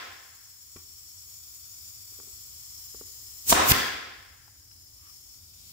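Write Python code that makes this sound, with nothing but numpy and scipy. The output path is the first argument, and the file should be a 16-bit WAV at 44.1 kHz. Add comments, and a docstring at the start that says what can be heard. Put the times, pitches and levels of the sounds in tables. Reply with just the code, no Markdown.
"""Pneumatic nailing in a reverberant workshop

An air nailer drives a brad into a pine box on a bench in a ringing workshop, as the shot before dies away.
Shaped noise forms the air at valve and exhaust; damped modes ring under the driver and the landing piston.
Between shots a jet of leaking air hisses and whistles, the nose taps the boards, and a hand brushes the wood.
Wall echoes and a decaying diffuse tail surround the impacts, over a low rumble of filtered noise."""
import sys
import numpy as np
from scipy import signal
from scipy.fft import rfft, irfft
from scipy.io import wavfile

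SR = 44100
rng = np.random.default_rng(int(sys.argv[2]) if len(sys.argv) > 2 else 0)


def digitize_waveform(pressure):
    """Quantize a signal to 16-bit integers and store it at the path in sys.argv[1].

    Rows of a 2-D input are taken as channels; values are limited to [-1, 1].
    """
    field = np.atleast_2d(pressure).T
    bounded = np.clip(field, -1, 1)
    quanta = np.round(bounded * 32767).astype(np.int16)
    wavfile.write(sys.argv[1], SR, quanta)


N = 252252
TIME = np.arange(N) / SR
FREQS = np.fft.rfftfreq(N, 1 / SR)

# Levels are relative. Colours give spectral level in equal-width bands; noise is then scaled to unit rms.
# Strike tilts pivot at 1 kHz. T60 is the time to decay by 60 dB.

# air at the trigger valve: (full at [s], level [dB], attack [s], hold [s], release [s])
VALVE_AIR = (3.503, -13, .086, .004, .1)
# its colour: (frequency [Hz], level [dB])
VALVE_COLOUR = [(100, -8), (500, -16), (1400, -20.5), (3200, -13.5), (5200, -9), (6300, -5), (7500, -3),
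                (9000, -7), (11500, -12), (14000, -9), (15200, -9)]
# the narrowest slits squeal: (full at [s], level [dB], attack [s], hold [s], release [s])
SLIT_SQUEALS = [(3.493, -17.8, .078, .008, .07), (3.682, -24, .044, .038, .03)]
# their colour: (frequency [Hz], level [dB])
SQUEAL_COLOUR = [(5000, -49.5), (11000, -22), (12600, -10.5), (14200, -10.5), (15200, -0.5), (16000, -7.5)]
# driver and nail strike the board: (time [s], level [dB], tilt [dB per octave])
DRIVER_BLOWS = [(3.5175, -12, 1.5), (3.5208, -6.5, 1.5), (3.5252, 5.6, 1), (3.5283, -8.5, 3.5),
                (3.5297, -4.5, 3.5)]
# modes of board and bench: (frequency [Hz], level [dB], T60 [s])
BOARD_MODES = [(92, -29, .15), (232, -27.5, .05), (317, -21.5, 0.03), (410, -19, .026), (546, -19.5, .034),
               (685, -20, 0.03), (756, -6.8, 0.016), (982, -7.5, 0.015), (1047, -19.5, .045),
               (1153, -26, 0.037), (1283, -18, .025), (1463, -20.5, 0.014), (1700, -20.5, .016),
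               (2400, -20, 0.009), (3000, -21, .008), (3800, -15.5, 0.0075)]
# boards and tools around the bench ring on: (frequency [Hz], level [dB], T60 [s])
SYMPATHETIC_MODES = [(228, -43, .7), (546, -41, .7), (680, -39.5, .6), (769, -37, .55), (914, -34, .5),
                     (979, -30.5, .5), (1051, -29, .48), (1134, -31, .48), (1361, -34.5, .85),
                     (1438, -37.5, .8), (1657, -35, 1.0), (1986, -42, .9), (2503, -42, .8)]

# exhaust air, cut off as the piston lands: (full at [s], level [dB], attack [s], hold [s], release [s])
EXHAUST_AIR = (3.703, -12.6, .16, .013, .022)
# its colour: (frequency [Hz], level [dB])
EXHAUST_COLOUR = [(30, -10), (100, 0), (400, -4.5), (900, -2.5), (1600, 0.5), (2400, 0.5), (3700, -5),
                  (5200, -1), (7500, 0), (10000, -3.5), (13000, 2.5), (15200, 2.5)]
# valve and exhaust buffet the air: (time [s], height [dB])
AIR_PUFFS = [(3.504, -28), (3.6985, -20), (3.7138, -7.8)]
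PUFF_S, PUFF_EDGE_S = .0033, .0018  # length of push and of suction; time to swing between them
# the piston knocks loose, lands on its stop and bounces: (time [s], level [dB], tilt [dB per octave])
PISTON_CLACKS = [(3.7053, -11, 2.5), (3.7183, 5.3, -.3), (3.7194, -3, 1.5), (3.7217, -6, 0)]
# modes of the metal tool body: (frequency [Hz], level [dB], T60 [s])
NAILER_MODES = [(267, -22.5, 0.021), (420, -19.5, 0.015), (1351, -24, 0.022), (1720, -15, 0.013),
                (2020, -19.5, .014), (2354, -16.5, 0.011), (2529, -34.5, 0.11), (2730, -14.5, .006),
                (3300, -16, 0.012), (3960, -28, 0.0079), (4400, -29, 0.016), (4810, -16, 0.017),
                (7150, -25, .012)]

# the nose is set on the box: (time [s], level [dB], tilt [dB per octave], thud of the bench [dB])
NOSE_TAPS = [(0.7606, -48.5, 3, -43), (0.7636, -45.5, 10.5, -62), (2.1995, -45, 4, -68),
             (2.9456, -46, -2.5, -70), (3.0117, -43, -2.5, -60)]
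# the box rocks in soft contacts: (time [s], level [dB], tilt [dB per octave])
BOX_ROCKS = [(2.123, -64, -4), (2.189, -58, -6), (2.233, -63, -5), (2.277, -61, -5)]
# the nose skids: (full at [s], level [dB], attack [s], hold [s], release [s], tilt [dB per octave])
NOSE_SLIDES = [(0.768, -59, .02, .008, .14, 6.5), (2.2, -67, .15, .08, .3, -3)]
CATCHES_PER_S = 500
# modes of the loose box: (frequency [Hz], level [dB], T60 [s])
BOX_MODES = [(273.3, -17, 0.15), (390, -3, .046), (436.5, -2.5, 0.048), (516, -18, 0.051), (870, -2.5, .02),
             (1130, -0.5, 0.02), (1310, -9.5, 0.025), (1900, -15, .02), (2366, -14, .015),
             (3120, -24, .012)]
# modes of the bench top: (frequency [Hz], level [dB], T60 [s])
BENCH_MODES = [(90, -8, .3), (155.6, -7, 0.13), (245, -1, .055), (344, -3.5, 0.068)]
# light ticks as the fingers leave a board: (time [s], level [dB], tilt [dB per octave])
FINGER_TICKS = [(4.479, -53, -4), (4.714, -67, 11)]
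# modes of the rim: (frequency [Hz], level [dB], T60 [s])
RIM_MODES = [(848, -2, .04), (1020, 2, .03), (1380, 0, 0.032), (1597, 1, .025), (2870, -2, 0.012)]
# a hand slides over the wood: (full at [s], level [dB], attack [s], hold [s], release [s])
HAND_BRUSH = (5.05, -62, .3, .045, .26)
# its colour: (frequency [Hz], level [dB])
BRUSH_COLOUR = [(400, -25), (900, -11), (1150, 4), (1500, -8), (3000, -6), (6000, -22)]

# the leak's hiss swells near 3-4.5 kHz at the end: (full at [s], level [dB], attack [s], hold [s], release [s])
HISS_SWELL = (5.67, -58.5, 1.2, .1, .3)
# its colour: (frequency [Hz], level [dB])
HISS_SWELL_COLOUR = [(80, -8), (170, 11), (400, -11), (1500, -19), (2400, -4), (3500, 3), (4500, 6),
                     (8000, -15)]
# colour of the leaking jet: (frequency [Hz], level [dB])
LEAK_COLOUR = [(300, -21), (700, -14), (1200, -8), (1900, -9.3), (2850, -6.3), (3350, -2.8), (3900, -3.6),
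               (4700, 3.3), (6200, 2.5), (8000, 1.2), (9600, 0.3), (12000, -0.3), (13500, 3.7),
               (15300, 2.7)]
# breathy whistles: (frequency [Hz], width scale [Hz], level [dB], extra share of the sag after a shot)
LEAK_WHISTLES = [(5380, 340, -9, 0), (6990, 260, -9.2, .2), (7710, 220, -14.5, .2), (12480, 240, -16, .8),
                 (14750, 260, -12, .5)]
# the tool is turned in the hand: (time [s], level [dB])
TURNING_LEVEL = [(4.95, 0), (5.25, 1.6), (5.48, -1), (5.7, .5)]
# the leak: level without sag, scale of its sag after a shot, time of the drop, time constant of recovery
LEAK_DB, SAG_DB, SAG_S, RECOVERY_S = -42.8, 14.8, .12, 1.15
# the tool is drawn back from the box: when, how long it takes, and the change in the leak
DRAW_BACK_AT_S, DRAW_BACK_S, DRAW_BACK_DB = 3.75, .25, -3.7
# tilt of the whistles with the tool at the box and drawn back (dB per octave)
NEAR_TILT_DB, AWAY_TILT_DB = 2, -6
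BENCH_ECHO_M, HAND_SWAY_M = .32, .015  # extra path of the echo off the bench; rms sway in the hand

# low rumble of the shop: (time [s], level [dB])
RUMBLE_LEVEL = [(0, -65.5), (2.5, -60), (5.72, -60)]
# its colour: (frequency [Hz], level [dB])
RUMBLE_COLOUR = [(20, -19.5), (40, -12.5), (55, -1.5), (90, 1.2), (125, -8.5), (170, -22.5), (280, -18),
                 (450, -27), (900, -27.5), (3000, -44)]

# reverberation of the shop: (frequency [Hz], level [dB], T60 [s])
SHOP_REVERB = [(42, -10, .5), (72, 1, .58), (150, -10, 0.68), (250, 1, .82), (420, 3.2, .85),
               (720, -4.3, 1.03), (1120, 2.2, .97), (1380, 4.4, 1.0), (1720, 7.4, 1.08), (2500, 2.8, 1.04),
               (5000, 1.1, 0.93), (7200, -0.3, 0.72), (9750, -2, 0.57), (13000, -3, 0.58),
               (15000, -2.6, 0.6)]
# first echoes from the nearest walls: (left ear delay [s], right ear delay [s], level [dB])
WALL_ECHOES = [(.0191, .0186, -19), (.0272, .0277, -19), (.0452, .0447, -21)]
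# left-right correlation of noise: (frequency [Hz], correlation [-1 to 1])
NOISE_CORRELATION = [(28, .1), (60, .85), (130, 0.88), (290, 0.4), (700, -0.3), (1300, -.35), (3000, -0.3),
                     (7000, -0.18), (15000, 0.05)]
# left-right correlation of reverberation: (frequency [Hz], correlation [-1 to 1])
SHOP_CORRELATION = [(28, 0), (60, .7), (130, .88), (290, .5), (700, -.3), (1100, -.62), (2000, -.45),
                    (4000, -.3), (8000, -.17), (15000, -.12)]

PREVIOUS_SHOT_LEAD_S, CUTOFF_HZ = 4.0, 15650


def drive_stroke(right_ear_lag_s=.00028):
    """Turbulence and impact: the valve spits air, then the driver's blows excite the board's modes."""
    valve = in_shop(burst(VALVE_AIR, VALVE_COLOUR), wet_db=-1)
    squeal = in_shop(sum(burst(row, SQUEAL_COLOUR) for row in SLIT_SQUEALS), wet_db=-12)
    blows = 0
    for blow in DRIVER_BLOWS:
        impact = strikes([blow], BOARD_MODES, crack_db=-11, crack_t60=.014, crack_hz=5500, spread=.55)
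        blows = blows + in_shop(impact, wet_db=0, bloom_db=5, bloom_s=.08)
    right = np.interp(TIME - right_ear_lag_s, TIME, blows[1])
    return valve + squeal + np.array([blows[0], right])


def sympathy(build_s=.04, spread=1.05):
    """Sympathetic resonance: lightly damped modes swell after the hardest blow, out of step at the ears."""
    hardest = max(DRIVER_BLOWS, key=lambda blow: blow[1])
    t = np.maximum(TIME - hardest[0], 0)
    out = 0
    for hz, db, t60 in SYMPATHETIC_MODES:
        side = rng.choice([-1, 1]) * np.array([[1], [-1]])
        skew = spread * min(hz / 700, 1) * side
        phase = 2 * np.pi * (hz * t + rng.random()) + skew
        out = out + from_db(db - 60 * t / t60) * np.sin(phase)
    return np.sqrt(2) * out * (1 - np.exp(-t / build_s))


def return_stroke():
    """Venting and impact: exhaust turbulence and pressure puffs, then the piston rings the metal body."""
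    exhaust = in_shop(burst(EXHAUST_AIR, EXHAUST_COLOUR), wet_db=-4.7)
    buffets = in_shop(puffs(), wet_db=-6)
    clacks = 0
    for clack in PISTON_CLACKS:
        impact = strikes([clack], NAILER_MODES, crack_db=-5.5, crack_t60=.0065, crack_hz=7000,
                         spread=.93, contact_s=.0002)
        clacks = clacks + in_shop(impact, wet_db=-2.4)
    return exhaust + buffets + clacks


def puffs(ear_shift_s=.0004, lowest_hz=72):
    """Volume-flow radiation: each push is followed by suction, and a small port radiates no deep bass."""
    t = TIME + np.array([[ear_shift_s], [-ear_shift_s]])  # the left ear hears it first
    pressure = 0
    for s, db in AIR_PUFFS:
        swing = -np.tanh((t - s) / PUFF_EDGE_S)
        pressure = pressure + from_db(db) * swing * np.exp(-((t - s) / PUFF_S) ** 2)
    high_pass = signal.butter(2, lowest_hz, "high", fs=SR, output="sos")
    return signal.sosfilt(high_pass, pressure + 1e-18)


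def handling():
    """Contact and friction: the nose jolts box and bench; later the free hand lets go and brushes the wood."""
    nose = [(s, db, tilt) for s, db, tilt, thud in NOSE_TAPS]
    jolts = [(s, thud, 0) for s, db, tilt, thud in NOSE_TAPS]
    taps = strikes(nose + BOX_ROCKS, BOX_MODES, crack_db=-16, crack_t60=.018, crack_hz=4000, spread=.26)
    thuds = strikes(jolts, BENCH_MODES, crack_db=-24, crack_t60=.04, crack_hz=3000, spread=.3)
    ticks = strikes(FINGER_TICKS, RIM_MODES, crack_db=-14, crack_t60=.015, crack_hz=4000, spread=.84)
    contacts = in_shop(taps + thuds + ticks + slides(), wet_db=-11)
    return contacts + burst(HAND_BRUSH, BRUSH_COLOUR)


def slides():
    """Stick-slip friction: the nose slips over the wood in many tiny uneven catches that ring the box."""
    out = 0
    for *event, tilt in NOSE_SLIDES:
        catches = (rng.random(N) < CATCHES_PER_S / SR) * rng.standard_normal(N)
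        catch = strikes([(0, 0, tilt)], BOX_MODES, crack_db=-12, crack_t60=.01, crack_hz=3500, spread=.4)
        friction = signal.fftconvolve(catches[None], catch, axes=1)[:, :N]
        out = out + envelope(*event) * rms_one(friction)
    return out


def leak(hiss_db=-2.6, flutter_db=.62, whistle_flutter_db=1.5, swell_db=.6, waver=.007, wander=.005,
         echo_db=-13):
    """Jet noise: a thin jet hisses and sings with a bench echo; drawn back, it is softer and duller."""
    away = np.clip((TIME - DRAW_BACK_AT_S) / DRAW_BACK_S, 0, 1)
    tilt = NEAR_TILT_DB * (1 - away) + AWAY_TILT_DB * away
    sag = sag_db()
    jet = from_db(hiss_db) * coloured(LEAK_COLOUR)
    for hz, width, db, sags in LEAK_WHISTLES:
        pitch = hz * (1 + waver * drift(8) + wander * drift(1.2))
        phase = 2 * np.pi * np.cumsum(pitch) / SR
        lean = tilt * np.clip(np.log2(hz / 5800), -.5, .5)
        unsteady = whistle_flutter_db * drift(25) + swell_db * drift(3)
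        jet = jet + narrow(phase, width) * from_db(db + lean - sags * sag + unsteady)
    late = TIME - (BENCH_ECHO_M + HAND_SWAY_M * drift(.5)) / 343  # speed of sound, m/s
    jet = jet + from_db(echo_db) * np.array([np.interp(late, TIME, ear) for ear in jet])
    loudness_db = LEAK_DB - sag + DRAW_BACK_DB * away + flutter_db * drift(32)
    return jet * level(TURNING_LEVEL) * from_db(loudness_db)


def hiss_swell():
    """Jet noise: at the end the leak's hiss swells near 3-4.5 kHz, as coloured noise under an envelope."""
    return burst(HISS_SWELL, HISS_SWELL_COLOUR)


def sag_db():
    """Relaxation: the hiss sinks quickly at each shot, then recovers exponentially."""
    leads = np.array([[0], [PREVIOUS_SHOT_LEAD_S]])
    since = np.maximum(TIME - VALVE_AIR[0] + leads, 0)
    return SAG_DB * np.sum(np.minimum(since / SAG_S, 1) * np.exp(-since / RECOVERY_S), axis=0)


def narrow(phase, width_hz):
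    """Quadrature modulation: low-passed stereo noise is carried to a moving pitch."""
    half_width_hz = width_hz * .92  # half power this far either side of the pitch
    band = 1 / (1 + (FREQS / half_width_hz) ** 4) ** .5
    a, b = irfft(rfft(rng.standard_normal((2, 2, N))) * band, N)
    return rms_one(a * np.cos(phase) + b * np.sin(phase))


def rumble():
    """Broadband background: bass-heavy noise follows a slow level curve."""
    return level(RUMBLE_LEVEL) * coloured(RUMBLE_COLOUR)


def in_shop(x, wet_db, bloom_db=1.1, bloom_s=.08):
    """Superposition of direct and reverberant sound: a fresh diffuse tail each call, fixed wall echoes."""
    sounding = np.flatnonzero(np.abs(x[0]) > 1e-9)
    first, last = sounding[0], sounding[-1]
    response = shop_response(bloom_db, bloom_s)
    tail = signal.fftconvolve(x[:, first:last + 1], response, axes=1)[:, :N - first]
    tail = np.pad(tail, ((0, 0), (first, N - first - tail.shape[1])))
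    return x + from_db(wet_db) * tail


def shop_response(bloom_db, bloom_s, gap_s=.018, build_s=.003, early_db=-11, grain_db=2.6, grain_s=.2,
                  size=65536, count=16):
    """Room impulse response: weak bench echoes, wall slaps, then a clumpy tail that decays by bands."""
    t, bins, out = TIME[:size], np.fft.rfftfreq(size, 1 / SR), 0
    field = stereo_spectrum(size, SHOP_CORRELATION) * from_db(at_hz(SHOP_REVERB, bins)) / np.sqrt(2)
    centres = np.geomspace(60, 15000, count)
    for hz, weights in zip(centres, np.eye(count)):
        band = irfft(field * np.interp(bins, centres, weights), size)  # overlapping bands
        out = out + band * from_db(-60 * t / at_hz(SHOP_REVERB, hz, axis=2))
    walls = .5 + .5 * np.tanh((t - gap_s) / build_s)
    onset = walls + from_db(early_db) * (1 - walls)
    far_walls = from_db(bloom_db * np.minimum(t / bloom_s, 1) ** 2)  # their echoes join in later
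    clumps = from_db(grain_db * np.exp(-t / grain_s) * (drift(450, size) - .3))
    out = out * clumps * far_walls * onset / np.sqrt(SR / 10)
    for left_s, right_s, db in WALL_ECHOES:
        out[[0, 1], [round(left_s * SR), round(right_s * SR)]] += from_db(db)
    return out


def strikes(events, modes, crack_db, crack_t60, crack_hz, spread, contact_s=.00046, size=8192):
    """Modal excitation: each contact cracks and rings damped modes; tilt sets their treble balance."""
    out, t = np.zeros((2, N + size)), np.arange(size) / SR
    hz, mode_db, t60 = np.transpose(modes)[:, :, None]
    crack_edges = [1500, np.clip(crack_hz, 3000, 18000)]
    crack_band = signal.butter(1, crack_edges, "band", fs=SR, output="sos")
    # higher modes reach the two ears further out of step, up to 1 kHz (radians)
    skew = spread * np.minimum(hz / 1000, 1) * (-1) ** np.arange(len(hz))[:, None]
    for s, db, tilt in events:
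        height = from_db(mode_db + tilt * np.log2(hz / 1000) - 60 * t / t60)
        phase = 2 * np.pi * hz * t
        ring = np.array([np.sum(height * np.sin(phase + ear * skew), axis=0) for ear in (1, -1)])
        ring = ring * (1 - np.exp(-t / contact_s))  # the force takes a moment to build
        grit = rng.standard_normal((2, size)) * from_db(-60 * t / crack_t60)
        crack = from_db(crack_db + 2 * tilt) * signal.sosfilt(crack_band, grit)
        start = round(s * SR)
        out[:, start:start + size] += from_db(db) * (ring + crack)
    return out[:, :N]


def burst(event, colour):
    """Amplitude modulation: coloured noise under an attack, hold and release."""
    return envelope(*event) * coloured(colour)


def envelope(full_s, db, attack_s, hold_s, release_s):
    """Exponential growth and decay: 60 dB up over the attack, a hold, 60 dB down over the release."""
    before = np.maximum((full_s - TIME) / attack_s, 0)
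    after = np.maximum((TIME - full_s - hold_s) / release_s, 0)
    below = before + after
    return from_db(db - 60 * below) * (below < 1)


def coloured(colour):
    """Spectral shaping: stereo noise of unit rms with a (frequency [Hz], level [dB]) spectrum."""
    return rms_one(irfft(from_db(at_hz(colour, FREQS)) * stereo_spectrum(N, NOISE_CORRELATION), N))


def stereo_spectrum(size, correlation):
    """Interaural correlation: mid and side noise mixed to a left-right likeness at each frequency."""
    alike = np.clip(at_hz(correlation, np.fft.rfftfreq(size, 1 / SR)), -1, 1)
    mid, side = rfft(rng.standard_normal((2, size)))
    return np.sqrt(1 + alike) * mid + np.sqrt(1 - alike) * side * [[1], [-1]]


def drift(rate_hz, size=N):
    """Random fluctuation: low-passed noise with unit rms."""
    slow = 1 / (1 + (np.fft.rfftfreq(size, 1 / SR) / rate_hz) ** 2)
    return rms_one(irfft(rfft(rng.standard_normal(size)) * slow, size))


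def level(rows):
    """Level curve: gain through time from (time [s], level [dB]) rows."""
    s, db = np.transpose(rows)
    return from_db(np.interp(TIME, s, db))


def at_hz(points, hz, axis=1):
    """Logarithmic frequency scale: one column of a table interpolated along it."""
    table = np.array(points)
    return np.interp(np.log(hz + 1), np.log(table[:, 0]), table[:, axis])


def to_left(x, db):
    """Interaural level difference: the left gain exceeds the right by db."""
    return x * from_db([[db / 2], [-db / 2]])


def from_db(db):
    """Decibel law: level to amplitude gain."""
    return 10 ** (np.asarray(db) / 20)


def rms_one(x):
    """Normalization: scale to unit rms."""
    return x / np.sqrt(np.mean(x ** 2) + 1e-20)


def scene(earlier_drive_db=1.2, earlier_return_db=-2.2, earlier_ring_db=-4, earlier_low_cut_hz=200):
    """Superposition: a shot, the bass-thinned tail of an earlier one, handling, leak and rumble."""
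    drive, rings, back = drive_stroke(), sympathy(), return_stroke()
    earlier = from_db(earlier_drive_db) * drive
    earlier = earlier + from_db(earlier_ring_db) * rings + from_db(earlier_return_db) * back
    thin = signal.butter(1, earlier_low_cut_hz, "high", fs=SR, output="sos")
    lead = round(PREVIOUS_SHOT_LEAD_S * SR)
    dying = np.pad(signal.sosfilt(thin, earlier)[:, lead:], ((0, 0), (0, lead)))
    shots = to_left(drive + rings + back + dying, db=.6)
    near = to_left(handling() + hiss_swell(), db=2.4)
    return shots + near + to_left(leak(), db=3.3) + rumble()


def record(dry, low_cut_hz=25, top=.92):
    """Band limiting and saturation: deep bass is lost, high peaks are rounded and the top is cut."""
    high_pass = signal.butter(1, low_cut_hz, "high", fs=SR, output="sos")
    sound = signal.sosfilt(high_pass, dry)
    rounded = top * np.tanh(sound / top)
    low_pass = signal.ellip(12, .1, 80, CUTOFF_HZ, fs=SR, output="sos")
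    return signal.sosfilt(low_pass, rounded)


dry = scene()
out = record(dry)
digitize_waveform(out)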